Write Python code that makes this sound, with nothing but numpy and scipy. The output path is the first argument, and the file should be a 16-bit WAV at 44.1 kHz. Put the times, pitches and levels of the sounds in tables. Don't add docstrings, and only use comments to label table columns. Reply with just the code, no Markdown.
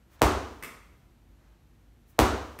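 import sys
import numpy as np
from scipy import signal
from scipy.fft import rfft, irfft, next_fast_len
from scipy.io import wavfile
from scipy.ndimage import uniform_filter1d

SR = 44100
rng = np.random.default_rng(int(sys.argv[2]) if len(sys.argv) > 2 else 0)


def volts_from_db(level):
    exponent = np.asarray(level, float) / 20
    return 10 ** exponent


def put_to_file(sound):
    columns = np.atleast_2d(sound).T
    safe = np.clip(columns, -1, 1)
    whole_steps = np.round(safe * 32767)
    wavfile.write(sys.argv[1], SR, whole_steps.astype(np.int16))


N = 114660


def unit(x):
    return x / np.sqrt(np.mean(x ** 2) + 1e-20)


def along(points, hz):
    f, value = np.transpose(points)
    return np.interp(np.log(hz + 1), np.log(f + 1), value)


def filtered(x, response):
    m = next_fast_len(len(x) + SR // 2)
    return irfft(rfft(x, m) * response(np.fft.rfftfreq(m, 1 / SR)), m)[:len(x)]


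def shaped_noise(length, response):
    return unit(filtered(rng.standard_normal(length), response))


def resonance(f, hz, width):
    return 1j * f * width / (hz * hz - f * f + 1j * f * width)


def phase_drift(length, rough_hz):
    return np.cumsum(rng.standard_normal(length)) * np.sqrt(2 * np.pi * rough_hz / SR)


def add(track, start_s, sound):
    part = track[round(start_s * SR):][:len(sound)]
    part += sound[:len(part)]


def tail(tone):
    # pitch_hz, t60_s
    room_decay = [(60, .7), (170, .62), (350, .72), (900, .66), (2400, .64), (6000, .64), (10000, .42),
                  (15000, .28)]
    far_db, far_t60_s = -22, 1.5
    rise_s = 0.0079
    hz, t, z = signal.stft(rng.standard_normal(SR), SR, nperseg=256)
    near = volts_from_db(-60 * t / along(room_decay, hz)[:, None])
    far = volts_from_db(far_db - 60 * t / far_t60_s)
    z = z * np.hypot(near, far) * volts_from_db(along(tone, hz))[:, None]
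    x = signal.istft(z, SR, nperseg=256)[1][:SR]
    x = x * (1 - np.exp(-(np.arange(SR) / SR / rise_s) ** 2))
    return x / np.linalg.norm(x)


def in_room(sound, diffuse, room_db):
    # delay_s, level_db
    walls = [(.0035, -20.5), (.0065, -8.5), (.0092, -7.5), (.0116, -18.5), (.0162, -11.5), (.021, -19)]
    answer = volts_from_db(room_db) * diffuse
    answer[0] += 1
    for delay_s, level_db in walls:
        answer[round(delay_s * SR)] += volts_from_db(level_db + rng.normal(0, 1))
    return signal.fftconvolve(sound, answer)


def crack_and_thud():
    u = np.arange(SR // 20) / SR
    crack_s = .00006
    crack = -(1 - u / crack_s) * np.exp(-u / crack_s)
    high_hz, low_hz, fall_s, t60_s = 1380, 250, .001, 0.023
    turns = low_hz * u + (high_hz - low_hz) * fall_s * (1 - np.exp(-u / fall_s))
    thud = np.sin(2 * np.pi * turns) * volts_from_db(-60 * u / t60_s)
    return volts_from_db(3) * crack + volts_from_db(-1) * thud


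def skin_fizz():
    u = np.arange(SR // 20) / SR
    level_db, t60_s = -22.5, 0.011
    return volts_from_db(level_db - 60 * u / t60_s) * rng.standard_normal(len(u))


def ball_and_floor_ring(modes, phases):
    t = np.arange(SR) / SR
    ring = np.zeros(SR)
    for (pitch_hz, level_db, t60_s), phase in zip(modes, phases):
        envelope = volts_from_db(level_db + rng.normal(0, 1) - 60 * t / t60_s)
        ring += envelope * np.sin(2 * np.pi * pitch_hz * t + phase + phase_drift(SR, rough_hz=3))
    rise_s = .005
    return volts_from_db(-17.5) * ring * (1 - np.exp(-t / rise_s))


def room_boom():
    # pitch_hz, level_db, t60_s, rise_s
    modes = [(58.9, -12.5, .35, 0.049), (50, -15.5, 0.35, .03), (67.5, -17, .7, .03),
             (78.2, -21.5, .6, 0.06), (94.2, -22, 0.68, 0.0083), (128, -19, .15, 0.0033)]
    gather_s = .04
    t = np.arange(SR) / SR
    boom = np.zeros(SR)
    for pitch_hz, level_db, t60_s, rise_s in modes:
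        swell = volts_from_db(level_db - 60 * t / t60_s) * (1 - np.exp(-t / rise_s))
        boom += swell * np.cos(2 * np.pi * pitch_hz * (t - gather_s))
    return boom


def slab_shiver(length_s):
    t = np.arange(round(length_s * SR)) / SR
    shiver = shaped_noise(len(t), lambda f: resonance(f, 650, 900) ** 3)
    return volts_from_db(-27) * shiver * np.sin(np.pi * (t / t[-1]) ** 2)


def slams():
    # start_s, level_db (peak)
    hits = [
        (.21855, -4),
        (2.19082, -3.5),
    ]
    # pitch_hz, level_db, t60_s
    ring_modes = [(165, -16, .5), (252, -13, .5), (303, -6, .5), (323, -9, .3), (371, -5, .45),
                  (434, -3, .3), (459, -1, .16), (523, -12, .4), (704, -11, .5), (780, -10, .35),
                  (894, -9, .37), (968, -11, .4), (1090, -13, .4), (1230, -15, .45)]
    # pitch_hz, level_db
    room_tone = [(60, -13.5), (200, -2), (400, -4), (650, -6.5), (1200, 0.5), (1700, -2.5), (4000, -3),
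                 (16000, -3.5)]
    same_tail = 0.53
    slab_s = .008
    out = np.zeros(N)
    shared = tail(room_tone)
    phases = rng.uniform(0, 2 * np.pi, len(ring_modes))
    for start_s, level_db in hits:
        gain = volts_from_db(level_db)
        diffuse = np.sqrt(same_tail) * shared + np.sqrt(1 - same_tail) * tail(room_tone)
        add(out, start_s, gain * in_room(crack_and_thud(), diffuse, room_db=0))
        add(out, start_s, gain * skin_fizz())
        add(out, start_s, gain * (ball_and_floor_ring(ring_modes, phases) + room_boom()))
        add(out, start_s - slab_s, gain * slab_shiver(slab_s))
    return out


def catches():
    # start_s, level_db, length_s, hollow_hz, hollow_db
    slaps = [
        (0.6248, -33, 0.0069, 2035, 2),
        (.6342, -30.5, 0.0068, 2192, 0),
        (0.645, -39.5, 0.012, 1215, 3),
        (2.5894, -28, 0.00115, 11660, -7),
        (2.591, -36, 0.016, 624, -1),
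    ]
    # pitch_hz, width_hz, level_db
    palm_modes = [(157, 80, 8.5), (505, 320, -6.5), (1140, 400, -3), (2100, 630, -0.5), (3420, 790, -6.5),
                  (4170, 680, -10), (5500, 1030, -9.5), (7940, 2300, -8.5), (12100, 6700, -9.5)]
    # pitch_hz, level_db
    hand_tone = [(100, -3.5), (600, -1), (1200, -0.5), (2100, -4.5), (3000, -2.5), (6000, -1.5),
                 (15000, -2)]

    def palm(f):
        return sum((-1) ** k * volts_from_db(level_db) * resonance(f, pitch_hz, width_hz)
                   for k, (pitch_hz, width_hz, level_db) in enumerate(palm_modes))

    out = np.zeros(N)
    t = np.arange(SR // 20) / SR
    for start_s, level_db, length_s, hollow_hz, hollow_db in slaps:
        noise = shaped_noise(len(t), palm)
        drift = phase_drift(len(t), rough_hz=220)
        pock = volts_from_db(hollow_db) * np.sin(2 * np.pi * hollow_hz * t + drift)
        age = t / length_s * 4
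        slap = (noise + pock) * age * np.exp(1 - age)
        add(out, start_s, volts_from_db(level_db - 6) * in_room(slap, tail(hand_tone), room_db=1.5))
    return out


def releases():
    # start_s (centre), half_length_s, bright_share (skin against cloth)
    slides = [
        (.138, .028, .9),
        (2.103, .028, .85),
        (.196, .003, .1),
        (1.47, .12, .1),
        (.16, .06, 0),
        (2.16, .04, 0),
    ]
    slide_db = [-64, -63, -58, -72, -64.5, -70.5]
    # pitch_hz, level_db
    skin_tone = [(2000, -41.5), (5000, -7), (9000, -5), (12500, -1.5), (16000, -0.5)]
    # pitch_hz, level_db
    cloth_tone = [(250, -42), (600, 1.5), (1500, 0), (3000, -9), (6000, -12), (12000, -25.5)]
    t = np.arange(N) / SR
    skin = shaped_noise(N, lambda f: volts_from_db(along(skin_tone, f)))
    cloth = shaped_noise(N, lambda f: volts_from_db(along(cloth_tone, f)))
    out = np.zeros(N)
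    for (start_s, half_s, bright), level_db in zip(slides, slide_db):
        stroke = np.exp(-((t - start_s) / half_s) ** 2)
        out += volts_from_db(level_db) * stroke * (bright * skin + (1 - bright) * cloth)
    return out


def ventilation():
    # pitch_hz, level_db (per Hz)
    air_tone = [(25, -22.5), (58, -2.5), (150, -14), (240, -19), (400, -25.5), (2000, -35.5),
                (10000, -46.5), (12000, -42.5), (15500, -52.5)]
    # pitch_hz, width_hz, level_db
    fan_hums = [(51, 7.8, -58.5), (74, 5.2, -69.5), (130, 1.9, -74.5), (238, 16, -75), (290.5, 8, -78),
                (339, 19, -77.5)]
    out = volts_from_db(-60) * shaped_noise(N, lambda f: volts_from_db(along(air_tone, f)) * (f > 20))
    for pitch_hz, width_hz, level_db in fan_hums:
        out += volts_from_db(level_db) * shaped_noise(N, lambda f: resonance(f, pitch_hz, width_hz) ** 2)
    return out


def scene():
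    return (slams() + catches() + releases() + ventilation())[None]


def roll_off(x):
    return signal.sosfilt(signal.butter(12, 17080, fs=SR, output="sos"), x)


def record(dry):
    # pitch_hz, level_db
    mic_tone = [(4200, 0), (5000, -2.5), (6000, 0), (9500, -1), (10600, -3), (11900, 0), (13000, -1)]
    # pitch_hz, level_db
    usual_top = [(15600, 0), (15800, -12), (16100, -70)]
    # pitch_hz, level_db
    attack_top = [(16700, 0), (17100, -70)]
    low_cut_hz, open_db, open_s = 40, -38, .003

    def microphone(f):
        low_cut = (1j * f / (low_cut_hz + 1j * f)) ** 1.1
        return low_cut * volts_from_db(along(attack_top, f) + along(mic_tone, f))

    full = filtered(dry[0], microphone)
    limited = filtered(full, lambda f: volts_from_db(along(usual_top, f)))
    highest = full - limited
    power = np.abs(uniform_filter1d(highest ** 2, round(open_s * SR)))
    is_open = power > volts_from_db(2 * open_db)
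    gate = uniform_filter1d(1. * is_open, size=64)
    mix = (limited + gate * highest)[None]
    return roll_off(mix)


dry = scene()
out = record(dry)
put_to_file(out)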